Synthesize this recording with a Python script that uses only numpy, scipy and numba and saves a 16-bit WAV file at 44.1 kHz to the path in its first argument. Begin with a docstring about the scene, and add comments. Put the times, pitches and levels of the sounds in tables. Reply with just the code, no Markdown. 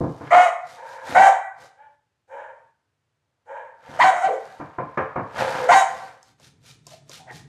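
"""A big dog with a corded coat barks four times in a live room with a wooden floor,
grumbling and woofing softly in between. Its voice is vocal-fold pulses and rough breath ringing
the jaw, tongue and muzzle. Something knocks on wood; the dog scrambles up and trots,
cords swishing, claws ticking and floorboards booming. A limiter holds the barks down,
and bursts of noise give their peaks the thump and rasp of overload."""
import sys
import numpy as np
from scipy import signal
from scipy.fft import rfft, irfft
from scipy.io import wavfile
from scipy.ndimage import uniform_filter1d, minimum_filter1d
from numba import njit

SR = 44100
rng = np.random.default_rng(int(sys.argv[2]) if len(sys.argv) > 2 else 0)


def wrap_up_sound(samples):
    """Save the sound to the file named by the first command line argument, as 16-bit audio."""
    columns = np.atleast_2d(samples).T
    # keep every value between -1 and 1, then stretch to whole-number steps
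    tamed = np.clip(columns, -1, 1)
    steps = np.round(tamed * 32767).astype(np.int16)
    wavfile.write(sys.argv[1], SR, steps)


N = 329850
TIME = np.arange(N) / SR


def from_db(db):
    """Decibels to gain."""
    return 10 ** (np.asarray(db) / 20)


def rms_one(x):
    """Scale to unit rms."""
    return x / np.sqrt(np.mean(x ** 2) + 1e-20)


def at_hz(points, hz):
    """Read a table on a log-frequency axis."""
    points_hz, values = np.array(points).T
    return np.interp(np.log(hz + 1e-9), np.log(points_hz), values)


def noise(spectrum):
    """Unit noise of a given colour, falling away steeply beyond the table's ends."""
    hz = np.arange(N // 2 + 1) * SR / N + 1e-3
    roll_off = (1 + (spectrum[0][0] / hz) ** 6) * (1 + (hz / spectrum[-1][0]) ** 8)
    colour = from_db(at_hz(spectrum, hz)) / np.sqrt(roll_off)
    return rms_one(irfft(rfft(rng.standard_normal(N)) * colour, N))


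def cut(x, hz, kind, order=2):
    """Butterworth low- or high-pass."""
    return signal.sosfilt(signal.butter(order, hz, kind, fs=SR, output="sos"), x + 1e-18)


def drift(rate_hz):
    """Smooth random wander of spread 1."""
    settle = SR // 10
    return rms_one(cut(rng.standard_normal(N + settle), rate_hz, "low")[settle:])


def decay(start, t60, rise_s=0.0012):
    """An envelope that leaps up and dies away."""
    age = np.clip(TIME - start, 0, 10 * t60)
    return np.tanh(age / rise_s) ** 2 * np.exp(-np.log(1000) * age / t60)


def swell(peak_s, half_s):
    """A bell-shaped envelope."""
    return np.exp(-0.5 * np.minimum(((TIME - peak_s) / half_s) ** 2, 100))


@njit
def resonate(x, hz, width):
    """A resonance of gain 1 whose centre may move from sample to sample."""
    r, y = np.exp(-np.pi * width / SR), np.zeros(len(x))
    for i in range(2, len(x)):
        drive = (1 - r * r) / 2 * (x[i] - x[i - 2])
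        y[i] = drive + 2 * r * np.cos(2 * np.pi * hz[i] / SR) * y[i - 1] - r * r * y[i - 2]
    return y


def formant(x, hz, width):
    """A resonance applied twice, which keeps the valleys beside it dark."""
    centre = hz + np.zeros(len(x))
    return resonate(resonate(x, centre, float(width)), centre, float(width))


# The ring of the wood and its low end. Each row: frequency in Hz, noise density in dB.
WOOD_RING = [(88, -33.5), (150, -14), (303, -11.5), (449, -1.5), (701, -3.5), (846, -8), (1060, 1.5),
             (1390, -10.5), (1680, -10), (2060, -18), (2290, -15.5), (2960, -29), (9000, -61.5),
             (11700, -75), (19800, -120)]
WOOD_BASS = [(70, -14), (100, 3), (140, -2.5), (200, -4.5), (280, 1.5), (400, -7.5), (800, -38)]
# Knocks on wood. Each row: start in seconds, level in dB, contact cut-off in Hz, bass in dB.
KNOCKS = [(.006, -20, 620, -17.5), (0.034, -25.5, 800, -27.5), (.207, -33, 1500, -34.5),
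          (1.094, -48, 1500, -35), (3.89, -49.5, 1230, -42), (4.597, -27.5, 1600, -35),
          (4.782, -22, 1580, -29.5), (4.972, -14.5, 2400, -29.5), (5.157, -19, 1500, -27.5),
          (5.177, -31, 1610, -43.5)]


def knocks(contact_s=0.003):
    """Each blow cracks faintly and sets a wooden panel ringing; a softer contact is duller."""
    panel, bass, crack = noise(WOOD_RING), noise(WOOD_BASS), from_db(-29) * noise(HARD_TICK)
    out = np.zeros(N)
    for start, db, contact_hz, bass_db in KNOCKS:
        ring = cut(panel * decay(start, t60=0.21, rise_s=contact_s), contact_hz, "low")
        snap = cut(crack * decay(start, t60=0.055, rise_s=contact_s), contact_hz, "low", order=1)
        thump = bass * decay(start, t60=0.25, rise_s=0.00079)
        out += from_db(db) * (ring + snap) + from_db(bass_db) * thump
    return out


# The boom of the floor. Each row: frequency in Hz, noise density in dB.
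FLOOR_BOOM = [(18, -51), (30, -42.5), (61, -12), (145, 5), (162, -1), (184, -9.5), (267, -7.5), (367, -16),
              (450, -13.5), (580, -52), (990, -120)]


def floorboards(rise_s=0.036, rest_db=-80.5):
    """The floor booms under every step, knock and shift of weight, and rumbles faintly at rest."""
    steps = sum(from_db(db) * decay(start, t60=2.6, rise_s=rise_s) for start, *_, db in STEPS)
    blows = sum(from_db(db - 1) * decay(start, t60=0.31, rise_s=rise_s) for start, *_, db in KNOCKS)
    scuffs = sum(from_db(db - 13.5) * swell(peak, half) for peak, half, _, db in MOVES)
    return (steps + blows + scuffs + from_db(rest_db)) * noise(FLOOR_BOOM)


# The quiet of the room. Each row: frequency in Hz, noise density in dB.
ROOM_TONE = [(30, -20.5), (55, -14.5), (100, 2), (140, -6), (180, -15.5), (460, -12), (1700, -17),
             (5000, -25), (8000, -29), (14000, -40)]


def room_tone():
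    """A faint, steady bed of dark noise."""
    return from_db(-74) * noise(ROOM_TONE)


# The colours of coat swish and paw scuff. Each row: frequency in Hz, noise density in dB.
COAT_SWISH = [(710, -46.5), (1200, -2), (2030, -2), (2430, -1), (2730, -2), (3650, 2), (6100, -1),
              (13800, -17), (15500, -25.5)]
PAW_SCUFF = [(120, -40), (200, -11.5), (362, -18.5), (527, 1), (620, -7), (929, -0.5), (1050, -8.5),
             (1660, -7), (1950, -13), (5000, -32), (6500, -59.5), (11000, -120)]
# The dog shifts its weight, sits up and scrambles to its feet.
# Each row: peak time in seconds, half width in seconds, coat swish in dB, paw scuff in dB.
MOVES = [(0.112, 0.27, -64.5, -65), (0.271, 0.045, -72, -44.5), (0.72, 0.041, -53.5, -50),
         (0.917, 0.049, -56, -55.5), (1.11, .038, -44, -34.5), (1.632, 0.031, -56.5, -51),
         (3.96, 0.067, -57.5, -42), (4.483, 0.092, -63, -55.5), (4.961, 0.65, -74.5, -57),
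         (5.409, 0.027, -42.5, -25), (5.549, 0.1, -45, -30), (5.967, 0.099, -54.5, -45)]


def coat_and_scuffs(grain_db=3.0, grain_hz=180, swing_lag_s=0.055, swing_half_s=0.033):
    """Cords brush together and paws slide in grainy swells, at each move and just after each step."""
    swings = [(start + swing_lag_s, swing_half_s, db, db - 14) for start, _, _, db, _ in STEPS]
    swish = sum(from_db(db) * swell(peak, half) for peak, half, db, _ in MOVES + swings)
    scuff = sum(from_db(db) * swell(peak, half) for peak, half, _, db in MOVES + swings)
    cords = swish * noise(COAT_SWISH) * from_db(grain_db * drift(grain_hz))
    slides = scuff * noise(PAW_SCUFF) * from_db(grain_db * drift(grain_hz))
    return cords + slides


def gesture(row, onset_db, fade_db_per_s, release_db, scoop, scoop_s, onset_rough, release_rough,
            air_build_s, air_onset_db):
    """The curves of one call: effort leaps up, ebbs and lets go, hoarse at both ends."""
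    start, attack_s, hold_s, release_s, peak_db, pitch_hz, fall, rough, tongue_hz, bright_db, air_db = row
    span = slice(int(start * SR), int((start + attack_s + hold_s + release_s) * SR))
    age = np.maximum(TIME[span] - start, 0)
    opening = np.clip(1 - age / attack_s, 0, 1) ** 2
    held_s = np.clip(age - attack_s, 0, hold_s)
    closing = np.clip((age - attack_s - hold_s) / release_s, 0, 1)
    unsettled = np.exp(-age / scoop_s)
    yelp, yelp_rough = (curve[span] for curve in yelps())
    bend = (1 - scoop * unsettled) * (1 - fall * closing)   # scoops up, finally falls
    pitch = pitch_hz * bend * (1 + yelp)
    jaw = 1.96 * pitch   # the jaw resonance rides near the second harmonic
    tongue = tongue_hz * bend * (1 + 0.7 * yelp)
    level_db = peak_db + onset_db * opening - fade_db_per_s * held_s + release_db * closing
    rough = np.clip(rough + onset_rough * unsettled + release_rough * closing + yelp_rough, 0, 1)
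    air_db = air_db + air_onset_db * np.clip(1 - age / air_build_s, 0, 1) + release_db * closing
    surge = swell(start + 0.055, half_s=0.022)[span]   # around a bark's loudest moment
    return span, surge, pitch, level_db, rough, jaw, tongue, bright_db, air_db


# Air rushing past the teeth. Each row: frequency in Hz, noise density in dB.
TEETH_HISS = [(2500, -28.5), (3400, -8.5), (4300, -13), (5500, 2), (6900, 5.5), (8500, 0.5), (10000, -8),
              (12500, -13.5), (15000, -39)]
# Whistles in the gaps between the teeth. Each row: centre in Hz, width in Hz, level in dB.
TEETH_WHISTLES = [(3020, 55, -4), (3850, 43, -5), (4310, 120, -22.5), (6630, 240, -4.5), (7050, 70, -14.5),
                  (7430, 84, -13), (8300, 76, -12.5)]


def teeth_air(whistle_db):
    """Air forced past the teeth: a broad hiss with narrow whistles."""
    whistles = sum(from_db(db) * rms_one(formant(rng.standard_normal(N), hz, width))
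                   for hz, width, db in TEETH_WHISTLES)
    return rms_one(noise(TEETH_HISS) + from_db(whistle_db) * whistles)


# Low thump and harsh rasp of overload as a bark peaks. Each row: frequency in Hz, noise density in dB.
OVERLOAD_THUMP = [(70, -23), (100, -6.5), (150, -3), (220, -7.5), (300, -1.5), (450, -0.5)]
OVERLOAD_RASP = [(2300, 2.5), (3000, -1), (4200, -4), (5200, -11), (5800, -19)]


def voice(calls, muzzle, jaw_width_hz, tongue_width_hz, tongue_db, hoarseness, low_cut_hz, thump_db,
          rasp_db, whistle_db, jitter=0.035, shimmer_db=4):
    """Uneven vocal-fold pulses and the turbulence they chop ring the throat; air hisses on top."""
    air, thump, rasp = teeth_air(whistle_db), noise(OVERLOAD_THUMP), noise(OVERLOAD_RASP)
    waver, flutter = drift(rate_hz=150), drift(rate_hz=150)
    breath = rms_one(cut(rng.standard_normal(N), 2200, "low"))
    out = np.zeros(N)
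    for span, surge, pitch, level_db, rough, jaw, tongue, bright_db, air_db in calls:
        phase = 2 * np.pi * np.cumsum(pitch * (1 + jitter * rough * waver[span])) / SR
        pulses = rms_one(sum(np.cos(k * phase) for k in range(1, 15)))
        pulses *= from_db(shimmer_db * rough * flutter[span])
        turbulence = breath[span] * (1 + 2.6 * np.cos(phase))
        source = np.sqrt(1 - rough ** 2) * pulses + hoarseness * rough * turbulence
        upper = from_db(tongue_db) * formant(source, tongue, tongue_width_hz)
        upper += sum(from_db(db) * formant(source, hz, width) for hz, width, db in muzzle)
        throat = formant(source, jaw, jaw_width_hz) + from_db(bright_db) * upper
        throat = cut(throat, low_cut_hz, "high", order=4)
        throat /= np.sqrt(uniform_filter1d(throat ** 2, SR // 160) + 1e-12)   # evens out the level
        throat = cut(throat, 0.68 * low_cut_hz, "high", order=4)
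        # overload rasp and thump swell with the surge; the rasp is stronger at higher pitch
        overload = from_db(rasp_db + 0.05 * (jaw - 751) + 6.5 * surge) * rasp[span]
        overload += from_db(thump_db) * surge * thump[span]
        call = from_db(level_db) * (throat + overload) + from_db(air_db) * air[span]
        out[span] += call * signal.windows.tukey(len(call), min(1, 0.012 * SR / len(call)))
    return out


# Upper resonances of the open muzzle. Each row: centre in Hz, width in Hz, level in dB.
OPEN_MUZZLE = [(1962, 150, -8.5), (2209, 87, -11), (2973, 260, -25)]
# Four barks; the third takes three rows, drawn out into a moan and a last push.
# Each row: start, attack, hold and release in seconds, level in dB, base pitch in Hz, final pitch
# fall from 0 to 1, roughness from 0 to 1, tongue resonance in Hz, brightness in dB, air hiss in dB.
BARKS = [(.303, .036, 0.11, 0.05, -6, 362.4, 0.14, 0.17, 1225, 1, -39.5),
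         (1.144, 0.034, 0.1, 0.025, -2.5, 388.4, 0.43, 0.27, 1615, -3.5, -32.5),
         (3.987, 0.023, 0.089, 0.012, -8, 381.3, 0.27, 0.25, 1520, -1.5, -36),
         (4.108, 0.026, 0.12, 0.0078, -21, 363.4, 0.2, .3, 1270, -3.5, -47),
         (4.215, 0.033, 0.02, 0.033, -15, 396.2, 0.5, 0.05, 1520, -7, -52.5),
         (5.684, .013, 0.098, 0.038, -6, 387.7, 0.19, 0.11, 1615, -2.5, -29)]


def barks():
    """A bark bursts out of the open mouth and ebbs quickly."""
    calls = [gesture(row, onset_db=-22.5, fade_db_per_s=62, release_db=-9.5, scoop=0.17, scoop_s=0.02,
                     onset_rough=0.6, release_rough=0.5, air_build_s=0.053, air_onset_db=-7)
             for row in BARKS]
    return voice(calls, OPEN_MUZZLE, jaw_width_hz=230, tongue_width_hz=210, tongue_db=-5,
                 hoarseness=1.0, low_cut_hz=528, thump_db=-24, rasp_db=-34.5, whistle_db=-2.5)


# Upper resonances of the nearly closed muzzle. 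Each row: centre in Hz, width in Hz, level in dB.
CLOSED_MUZZLE = [(1575, 250, -6.5), (1685, 200, -13.5), (2280, 180, -17), (2974, 310, -24.5)]
# Grumbles and soft woofs. Each row reads like a row of BARKS.
GRUMBLES = [(0.739, 0.07, .27, .03, -38.5, 270.7, .02, .75, 929, 3, -71),
            (1.748, 0.074, 0.017, .06, -45.5, 297, .01, 0.13, 886, 4, -92),
            (2.275, 0.072, 0.043, 0.24, -35.5, 283.6, 0.0313, .25, 935, -2, -71.5),
            (3.455, .065, .045, 0.2, -34, 286.9, .06, 0.4, 936, -2, -72),
            (4.275, 0.025, 0.041, 0.047, -24.5, 261.6, 0.18, 0.62, 910, -31, -56.5),
            (5.36, 0.046, 0.092, 0.051, -33, 265.5, .03, 0.73, 868, -4.5, -71.5),
            (5.56, 0.061, 0.072, 0.022, -26.5, 256, 0.0088, 1, 856, -11, -64)]


def grumbles():
    """A grumble swells more slowly behind a nearly closed mouth and holds its level."""
    calls = [gesture(row, onset_db=-32, fade_db_per_s=3.5, release_db=-22.5, scoop=0.18, scoop_s=0.04,
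                     onset_rough=0.16, release_rough=0.67, air_build_s=0.05, air_onset_db=-7.5)
             for row in GRUMBLES]
    return voice(calls, CLOSED_MUZZLE, jaw_width_hz=150, tongue_width_hz=96, tongue_db=5.5,
                 hoarseness=1.6, low_cut_hz=420, thump_db=-37, rasp_db=-39, whistle_db=-7)


# The voice cracks upward in mid-bark. Each row: peak time in seconds, half length in seconds,
# jump as a share of the pitch, added roughness from 0 to 1.
YELPS = [(4.02, .02, .44, 0.06), (5.729, .015, .38, 0.63)]


def yelps(flip_s=0.0021, arch=0.3635):
    """Pitch lift and roughness as the voice flips to a higher register, arches and flips back."""
    lift, roughness = 0, 0
    for peak, half, jump, rough in YELPS:
        away = np.abs(TIME - peak)
        flipped = np.clip((half - away) / flip_s + 0.5, 0, 1)
        lift += jump * flipped * (1 - arch * (away / half) ** 2)
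        roughness += rough * flipped
    return lift, roughness


# The tick of a claw, also the crack of a knock. Each row: frequency in Hz, noise density in dB.
HARD_TICK = [(1180, -58), (2000, -35), (2750, -18), (3900, -27.5), (5310, -5), (7240, -7.5), (8110, -13.5),
             (10500, -23.5), (14000, -32)]
# The trot. Each row: start in seconds, then pad thud, claw tick, coat swish and floor boom in dB.
STEPS = [(6.228, -71, -37, -65.5, -64), (6.398, -52, -44, -57, -57), (6.637, -62, -58, -52, -61),
         (6.867, -47, -23.5, -52.5, -61), (7.094, -44.5, -28.5, -46, -58.5),
         (7.308, -43, -52, -50.5, -47.5)]


def paw_steps():
    """A soft pad thuds and a claw ticks on the floor."""
    pad, claw = rms_one(cut(noise(WOOD_RING), 700, "low")), noise(HARD_TICK)
    thuds = sum(from_db(db) * decay(start, t60=0.084) for start, db, *_ in STEPS)
    ticks = sum(from_db(db) * decay(start, t60=0.011) for start, _, db, *_ in STEPS)
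    return thuds * pad + ticks * claw


# Pads rub on the varnish.
# Each row: peak time in seconds, half width in seconds, centre in Hz, bandwidth in Hz, level in dB.
PAD_RUBS = [(6.933, 0.012, 646, 146, -45.5), (7.214, 0.02, 770, 159, -51), (7.301, 0.013, 1760, 407, -41),
            (7.304, 0.028, 726, 300, -46.5)]


def pad_rubs():
    """A pad that slips gives a short hoarse squeak."""
    return sum(from_db(db) * swell(peak, half) * rms_one(formant(rng.standard_normal(N), hz, width))
               for peak, half, hz, width, db in PAD_RUBS)


# The room's reverb. Each row: frequency in Hz, time to fall 60 dB in seconds.
ROOM_T60 = [(100, 0.1), (300, 0.21), (700, 0.54), (1600, 0.66), (4000, 0.3), (8000, 0.39), (14000, 0.04)]
# Resonances that ring on in the room. Each row: centre in Hz, width in Hz, level in dB.
ROOM_MODES = [(160, 9.9, 2.5), (719, 33, 0), (779, 13, 2.5), (962, 18, -2.5), (1552, 11, 2), (2175, 30, 3),
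              (2370, 24, 5.5), (3130, 10, 5.5)]


def room(x, build_s=0.001):
    """Dense reflections build up and die away, each band at its own pace; a few modes stand out."""
    age, edges_hz = TIME[:SR], np.geomspace(40, 16000, 14)
    white, hz = rfft(rng.standard_normal(SR)), np.arange(SR // 2 + 1)
    tail = np.zeros(SR)
    for low, high in zip(edges_hz, edges_hz[1:]):
        band = irfft(white * ((hz >= low) & (hz < high)), SR)
        t60 = at_hz(ROOM_T60, np.sqrt(low * high))
        fade = np.exp(-np.log(1000) * age / t60) * (1 - np.exp(-age / build_s))
        tail += rms_one(band * fade) * np.sqrt(2 * (high - low)) / SR
    modes = sum(from_db(db) * resonate(x, np.full(N, float(mode_hz)), float(width))
                for mode_hz, width, db in ROOM_MODES)
    return signal.fftconvolve(x, tail)[:N] + modes


def scene():
    """The dog and the knocks share one room; a little treble reverb widens a nearly mono image."""
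    barking, grumbling, wood = barks(), grumbles(), knocks()
    body = coat_and_scuffs() + paw_steps() + pad_rubs()
    # Each row: layer, direct level in dB, reverb send in dB.
    mix = [(barking, -3.5, -6), (grumbling, -4, -3), (wood, -1.5, -4.5), (body, 0, -5)]
    direct = sum(from_db(db) * layer for layer, db, _ in mix)
    send = sum(from_db(db) * layer for layer, _, db in mix)
    mid = direct + room(send) + floorboards() + room_tone()
    side = from_db(-22) * cut(room(send), 1400, "high")
    return np.array([mid + side, mid - side])


def record(dry, ceiling_db=-1.9, release_db_per_s=170, quiet_db=-60, top_hz=15900):
    """A look-ahead limiter pins the barks, an expander shortens faint tails, and the top is cut."""
    peak_db = 20 * np.log10(np.abs(dry).max(axis=0) + 1e-9)
    over_db = np.maximum(peak_db - ceiling_db, 0)
    recovery_db = release_db_per_s * TIME
    held_db = np.maximum.accumulate(over_db + recovery_db) - recovery_db
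    limit_db = uniform_filter1d(minimum_filter1d(-held_db, size=90), size=90)
    level_db = 10 * np.log10(np.abs(uniform_filter1d(dry[0] ** 2, SR // 25)) + 1e-12)
    expand_db = np.clip(level_db - quiet_db, -4, 0)
    top_cut = signal.cheby2(14, 70, top_hz, fs=SR, output="sos")
    return signal.sosfilt(top_cut, dry * from_db(limit_db + expand_db))


dry = scene()
out = record(dry)
wrap_up_sound(out)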